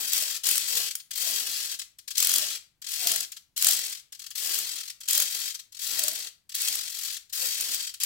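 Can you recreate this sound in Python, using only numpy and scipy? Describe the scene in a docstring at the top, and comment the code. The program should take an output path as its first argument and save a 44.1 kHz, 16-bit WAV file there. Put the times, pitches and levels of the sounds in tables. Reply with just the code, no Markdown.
"""Servos on a foam model plane

Tiny motors (servos) swing the plane's flaps to and fro, close to a phone in a small quiet room.
The radio receiver kicks each motor once per beat, or control frame: slow moves stutter, fast ones
merge into a buzz of plastic teeth. Each stroke speeds up, peaks and eases off; the brighter left servo
often leads. Loose gears and links clack in hard moves, and the foam wing hums with the motors."""
import sys
import numpy as np
from scipy import signal
from scipy.fft import rfft, irfft
from scipy.io import wavfile
from scipy.ndimage import uniform_filter1d

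SR = 44100
rng = np.random.default_rng(int(sys.argv[2]) if len(sys.argv) > 2 else 0)


def waveform_to_disk(signal):
    """Save audio, clipped to [-1, 1], as 16-bit WAV at the path in sys.argv[1]."""
    frames = np.transpose(np.atleast_2d(signal))
    scaled = np.clip(frames, -1, 1) * 32767
    samples = np.round(scaled).astype(np.int16)
    wavfile.write(sys.argv[1], SR, samples)


N = 355047
TIME = np.arange(N) / SR
FRAME_HZ = 44.391  # control frames a second
TOP_HZ = 15900  # the phone cuts the sound above this
PAD_SAMPLES = SR // 1000  # spare time ahead of an echo pattern, to keep its start whole

# Swings of the flaps. Columns: start t/s, fastest t/s, gear level/dB, swell before the peak/dB,
# fade after it/dB, wing rumble level/dB, treble lift/dB, lead of the left servo/dB
STROKES = [(-.1, 0.008, -28.5, 1, 2, -47, 2, 3), (0.119, 0.189, -26, 2, 6, -47, -1, -1),
           (0.434, 0.496, -23.5, 4, 7, -46, -3, 2), (0.68, .80, -26.5, 2, 3, -46, -1, 0.5),
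           (1.153, 1.292, -26.5, 4.5, 5.5, -47.5, -0.5, 2.5), (2.168, 2.37, -24, 4, 8, -46, -3.5, 2.5),
           (2.879, 3.11, -25.5, 7, 9, -44.5, -3, 1.5), (3.563, 3.681, -22, 11, 13, -46, -1.5, 0),
           (4.351, 4.524, -28, 4.5, 7, -47.5, -1, 2), (5.077, 5.2, -24, 4, 7, -47.5, -2, -0.5),
           (5.302, 5.37, -29, 2, 4, -52.5, -1, 0.5), (5.802, 5.991, -27, 6, 10, -47, -2.5, 2.5),
           (6.542, 6.68, -26.5, 6, 10, -50.5, -2.5, -1.5), (6.918, 7.06, -31.5, 4, 4, -58, -3.5, 1.5),
           (7.326, 7.442, -27.5, 6, 3.5, -47.5, 1, 2), (7.569, 7.73, -28.5, 1, 4.5, -50.5, -3, -1),
           (8.001, 8.042, -27, 1.5, 0, -60, -6.5, -0.5)]
# Runs of kicks as a servo creeps or settles.
# Columns: first t/s, number of kicks, frames apart, level/dB, change per kick/dB
CREEPS = [(.911, 2, 4, -28, -10), (1.113, 2, 1, -29, -3), (1.795, 2, 1, -27.5, -4), (1.990, 2, 4, -41, 10),
          (2.11, 2, 2, -26.5, -4), (2.823, 3, 1, -38.5, 4), (3.323, 2, 2, -33, -1),
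          (3.928, 4, 1, -29.5, -3.5), (4.128, 2, 1, -36.5, -1.5), (4.197, 4, 1, -36.5, 0.18),
          (4.311, 2, 2, -35, 3), (4.812, 5, 1, -35, 1), (5.012, 3, 1, -36, -1), (5.55, 2, 2, -28.5, -6),
          (5.726, 4, 1, -43, 4), (6.498, 2, 1, -37, 0), (7.301, 1, 1, -47, 0), (7.332, 1, 1, -27.5, 0),
          (7.872, 2, 1, -28, -3.5), (7.944, 2, 3, -34.5, 9.5)]
# Pitches at which the servo cases and their mounts ring. Columns: f/Hz, width/Hz, lift/dB
CASE_RESONANCES = [(3210, 170, 3.5), (4730, 230, 1.5), (7750, 370, 2.3), (14200, 1100, 3)]


def gears(drive, treble_db, rumble_db, whirr_db, servos=4):
    """The servos take turns to be loudest, each one's teeth ringing its own part of the plane."""
    # Tone of the plastic gears. Columns: f/Hz, level/dB
    gear_colour = [(300, -37.5), (1000, -22), (1170, -12.5), (1750, -11), (2300, -7.5), (3200, -3.5),
                   (4400, 0.5), (5600, -0.5), (8000, -1.5), (9000, -4.5), (11300, -3), (12500, -3.5),
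                   (15700, -5)]
    speed = motor_speed(drive)
    tooth_hz = 2300 * np.clip(speed / .03, .1, 2) ** .5
    shares = np.array([undb(9.1 * drift(12)) for _ in range(servos)])
    shares /= np.sqrt(np.sum(shares ** 2, axis=0))
    buzz = sum(radiate(share * speed * teeth(tooth_hz, scatter_db=11, rub=0.99),
                       ring_s=0.026, snap=0.57, width=5.7, left_db=3) for share in shares)
    buzz = colour(buzz, gear_colour, CASE_RESONANCES)
    buzz += radiate(undb(whirr_db) * whirr(speed), ring_s=0.0064, snap=1, width=0.87, left_db=3)
    # teeth that hit harder are brighter; a creeping motor hardly shakes the foam and sounds thin
    body_db = np.clip(0.28 * (rumble_db + 51.5), -8.5, 1.5)
    body = buzz - treble_of(buzz, 1700)
    return buzz + treble_of(buzz, 10100) * (undb(treble_db) - 1) + body * (undb(body_db) - 1)


def motor_speed(drive):
    """Each frame kicks the motors; the slower the move, the more speed they lose between kicks."""
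    rise_s, coast_s = .0055, .007
    frame = TIME * FRAME_HZ - .4 + .05 * drift(30)
    drive_db = 20 * np.log10(drive + 1e-6)
    stutter_db = np.clip(2.6 - .3 * (drive_db + 31), 1.4, 6)
    speed = drive * undb(stutter_db * np.cos(2 * np.pi * frame) + 1.1 * drift(70) - 1.5)
    for at_s, db in on_frames(CREEPS):
        span = slice(max(0, int((at_s - .02) * SR)), int((at_s + .04) * SR))
        t = TIME[span] - at_s
        spin_up = np.clip(1 + t / rise_s, 0, 1) ** .9
        coast = np.exp(-np.abs(t / coast_s) ** 1.3)
        speed[span] = np.maximum(speed[span], undb(db) * np.where(t < 0, spin_up, coast))
    return speed


def teeth(tooth_hz, scatter_db, rub):
    """Gear teeth tick unevenly as they meet and hiss as their sides rub."""
    teeth_passed = np.cumsum(tooth_hz * (1 + .15 * drift(300))) / SR
    strength = undb(scatter_db * np.clip(rng.standard_normal(N), -2, 2))
    ticks = np.diff(np.floor(teeth_passed), prepend=0) * strength
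    ticks /= np.sqrt(tooth_hz)  # slow teeth strike singly, fast ones share the load
    return unit(unit(ticks) + rub * rng.standard_normal(N))


def whirr(speed):
    """The small gear on the motor sings a rough, wandering tone that rises with speed."""
    wander = 1 + .035 * drift(25) + .02 * drift(700)
    pitch_hz = 4650 * np.clip(speed / .03, .3, 2) ** .08 * wander
    return speed * unit(undb(4 * drift(40)) * np.sin(2 * np.pi * np.cumsum(pitch_hz) / SR))


def strokes():
    """Each stroke swells, then fades and dulls. Gives on/off, gear level, treble lift and rumble level."""
    # Moments when the motors stop; other strokes run straight into the next. Column: t/s
    stops = [.38, .89, 1.755, 2.575, 3.25, 3.93, 4.82, 5.525, 6.288, 7.178, 7.858, 8.2]
    rows, stops = np.array(STROKES), np.array(stops)
    starts = rows[:, 0]
    next_stops = stops[np.searchsorted(stops, rows[:, 1])]
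    ends = np.minimum(next_stops, np.append(starts[1:], stops[-1]))
    current = np.maximum(np.searchsorted(starts, TIME) - 1, 0)
    start, fastest, peak_db, swell_db, fade_db, wing_db, bright_db, _ = rows[current].T
    to_come = np.clip((fastest - TIME) / (fastest - start), 0, 1)
    ease = np.clip((TIME - fastest) / (ends[current] - fastest), 0, 1)
    moving = np.clip(uniform_filter1d((TIME <= ends[current]) * 1., size=300), 0, 1)
    gear_db = peak_db - swell_db * to_come - fade_db * ease ** .7  # falls fastest just after the peak
    treble_db = bright_db - 6.5 * ease
    rumble_db = wing_db - 3.6 * swell_db * to_come ** 2 - 13 * ease
    return moving, gear_db, treble_db, rumble_db


def left_lead(lead_s=.2):
    """How far the left servo leads around the start of each stroke, in dB."""
    return sum(lead_db * np.exp(-((TIME - start) / lead_s) ** 2) for start, *_, lead_db in STROKES)


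def stray_clacks(drive, per_second=20):
    """Times and levels of clacks that come at random while the gears turn, louder with more effort."""
    draws = rng.random((round(per_second * N / SR), 2))
    samples = (draws[:, 0] * N).astype(int)
    return [(TIME[i], 20 * np.log10(drive[i]) + 2 + extra_db)
            for i, extra_db in zip(samples, draws[:, 1]) if drive[i] > .01]


def slack_clacks(drive, links=3):
    """Loose gears and links snap tight with a sharp tick; the teeth chatter briefly around it."""
    # Runs of clacks. Columns: first t/s, number of clacks, frames apart, level/dB, change per clack/dB
    rattles = [(.134, 3, 2, -15, -3), (.468, 3, 1, -15, 0), (.558, 2, 1, -19, 4), (.954, 1, 1, -21, 0),
               (2.181, 7, 1, -13.5, -.4), (2.338, 3, 1, -12.5, -1.5), (3.072, 4, 2, -13, -2.5),
               (3.577, 1, 1, -20, 0), (3.624, 3, 1, -13.5, 1.5), (3.688, 3, 1, -11.5, -3),
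               (4.544, 2, 2, -20, 0), (5.086, 4, 1, -15, -.3), (5.178, 3, 1, -13, -1),
               (5.994, 3, 2, -16, .4), (6.552, 4, 3, -19, 0), (7.611, 2, 6, -18, -2), (8.035, 1, 1, -15, 0)]
    # Tone of a clack. Columns: f/Hz, level/dB
    clack_colour = [(300, -29), (980, -26), (1250, -9.5), (2200, -11), (3200, -2), (8000, 5), (9800, 3),
                    (15700, 1.5)]
    # the first kick of a creep takes up the slack with a faint tick
    take_ups = [(first_s - .003, min(db, -33)) for first_s, _, _, db, _ in CREEPS]
    forces = np.zeros((links, N + SR))
    for k, (at_s, db) in enumerate(on_frames(rattles) + take_ups + stray_clacks(drive)):
        at_s = max(at_s + .0008 * rng.standard_normal(), .01)  # a little early or late
        offsets, sizes = rng.standard_normal((2, 14))
        offsets[0], sizes[0] = 0, 2.5  # the main tick
        sizes *= undb(db) * np.sqrt(0.0021 * SR / np.sum(sizes ** 2))
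        ticks_s = at_s - .0004 + .0013 * offsets
        np.add.at(forces[k % links], (ticks_s * SR).astype(int), sizes)
    knocks = sum(radiate(force[:N], ring_s=0.018, snap=0.75, width=2, left_db=2.2) for force in forces)
    return colour(knocks, clack_colour, CASE_RESONANCES)


def wing_rumble(strength, panels=3):
    """The motors shake the foam panels into a rough rumble."""
    # Tone of the foam wing. Columns: f/Hz, level/dB
    wing_colour = [(40, -25.5), (110, -13), (155, -5.5), (215, -14.5), (275, -5.5), (335, -8), (410, -4.5),
                   (520, -5), (640, -5.5), (1100, -12.5), (2000, -14.5)]
    shake = sum(radiate(strength * undb(1.5 * drift(40)) * rng.standard_normal(N),
                        ring_s=0.024, snap=1, width=1, left_db=2) for _ in range(panels))
    return undb(-7.5) * colour(shake, wing_colour)


def shaft_whine():
    """At full speed a motor's shaft makes the wing hum with a wavering tone that sags in pitch."""
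    # Moments of full speed. Columns: middle t/s, shaft f/Hz, level/dB, half length/s
    whines = [(0.216, 626, -56.5, 0.047), (.77, 495, -49.5, 0.047), (1.287, 676.6, -49, 0.02),
              (2.42, 623, -49.5, 0.025), (3.086, 683.7, -43.5, 0.057), (3.683, 673.3, -45.5, 0.031),
              (5.195, 636.4, -51, 0.022), (6.052, 641, -47.5, 0.065), (7.445, 512, -49, 0.032)]
    sag_per_s, surge_db = 0.393, 7
    waver = 1 + .04 * drift(120)
    flutter = undb(3 * drift(100))
    surge = undb(surge_db * (np.cos(np.pi * (TIME * FRAME_HZ - .2)) - .5))  # on every second frame
    tone = np.zeros(N)
    for at_s, hz, db, half_s in whines:
        span = slice(max(0, int((at_s - .2) * SR)), int((at_s + .2) * SR))
        t = TIME[span] - at_s
        turns = np.cumsum(hz * waver[span] * (1 - sag_per_s * t)) / SR
        swell = undb(db) * np.exp(-(t / half_s) ** 2)
        tone[span] += swell * flutter[span] * surge[span] * np.sin(2 * np.pi * turns)
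    return radiate(tone, ring_s=0.0024, snap=4.8, width=0.66, left_db=4.5)


def radiate(x, ring_s, snap, width, left_db):
    """A sound rings the plane's body, then the room, and reaches two microphones. Snap is its dry part."""
    echo_s, treble_echo_s, room_db = .36, .255, -8.5  # the times are for a fade of 60 dB
    t = TIME[:SR // 2]
    ring = rng.standard_normal((3, len(t))) * undb(-60 * t / ring_s)
    ring /= np.sqrt(np.sum(ring ** 2, axis=1, keepdims=True))
    ring[0, 0] += snap
    direct = flatten(ring[0] + width * ring[1:])
    # the walls answer a few milliseconds later and swallow the treble first
    walls = rng.standard_normal((2, len(t)))
    high = treble_of(walls, 3100)
    echo = (walls - high) * undb(-60 * t / echo_s) + high * undb(-60 * t / treble_echo_s)
    echo *= np.clip(t / 0.005, 0, 1)
    response = direct + undb(room_db) * flatten(echo)
    heard = signal.fftconvolve(x[None], response, axes=1)[:, PAD_SAMPLES:N + PAD_SAMPLES]
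    return heard * undb([[left_db], [-left_db]])


def room_hum():
    """The faint low hum of a quiet room."""
    # Tone of the room's noise. Columns: f/Hz, level/dB
    air_colour = [(25, -7), (60, -1.5), (120, -2), (200, -9.5), (500, -21), (16000, -27)]
    noise = rng.standard_normal((3, N))
    stereo = unit(noise[0] + 0.85 * noise[1:])
    return undb(-76.5) * colour(stereo, air_colour) * undb([[1.5], [-1.5]])


def on_frames(runs):
    """Time and level of every beat in runs that keep step with the control frames."""
    return [(first_s + k * round(apart) / FRAME_HZ, db + k * change_db)
            for first_s, count, apart, db, change_db in runs for k in range(round(count))]


def colour(x, points, resonances=()):
    """Shape a sound's tone with a smooth curve and a few ringing peaks."""
    size = 8192
    f = np.arange(size // 2 + 1) * SR / size
    hz, db = np.transpose(points)
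    gain_db = np.interp(np.log(f + 1), np.log(hz), db)
    for centre, width, lift in resonances:
        gain_db += lift / (1 + (2 * (f - centre) / width) ** 2)
    # make the filter ring only after a hit, never before it
    cepstrum = irfft(np.log(undb(gain_db)))
    cepstrum[1:size // 2] *= 2
    cepstrum[size // 2 + 1:] = 0
    response = irfft(np.exp(rfft(cepstrum)))
    power = np.sum(undb(gain_db[f < TOP_HZ]) ** 2) / len(f)
    return signal.fftconvolve(x, response[None] / np.sqrt(power), axes=1)[:, :N]


def flatten(response):
    """Even out the broad tone of an echo pattern and keep its fine peaks."""
    spectrum = rfft(response)
    power = uniform_filter1d(uniform_filter1d(np.abs(spectrum) ** 2, size=200), size=200)
    return np.roll(irfft(spectrum / np.sqrt(power)), PAD_SAMPLES, axis=-1)[:, :-SR // 10]


def treble_of(x, hz):
    """The part of a sound above hz, in step with the rest."""
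    return signal.sosfiltfilt(signal.butter(2, hz, "high", fs=SR, output="sos"), x)


def drift(rate_hz):
    """A smooth random wander with a typical size of 1."""
    step = max(2, int(SR / rate_hz))
    stairs = np.repeat(rng.standard_normal(N)[:N // step + 1], step)
    return unit(uniform_filter1d(stairs, step)[:N])


def undb(db):
    """Turn decibels into a volume factor."""
    return 10 ** (np.asarray(db) / 20)


def unit(x):
    """Scale to an average (rms) level of 1."""
    return x / np.sqrt(np.mean(x ** 2))


def scene():
    """Servos, wing and loose links in the room."""
    moving, gear_db, treble_db, rumble_db = strokes()
    drive = moving * undb(gear_db)
    lead_db = left_lead()  # a leading left servo adds treble and whirr and pulls the buzz left
    servos = gears(drive, treble_db + 0.49 * lead_db, rumble_db, whirr_db=-18 + 1.9 * lead_db)
    servos *= undb([0.33 * lead_db, -lead_db])
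    wing = wing_rumble(moving * undb(rumble_db)) + shaft_whine()
    return servos + wing + room_hum() + slack_clacks(drive)


def record(dry):
    """The phone cuts off the highest treble."""
    return signal.sosfilt(signal.ellip(10, .2, 70, TOP_HZ, fs=SR, output="sos"), dry)


dry = scene()
out = record(dry)
waveform_to_disk(out)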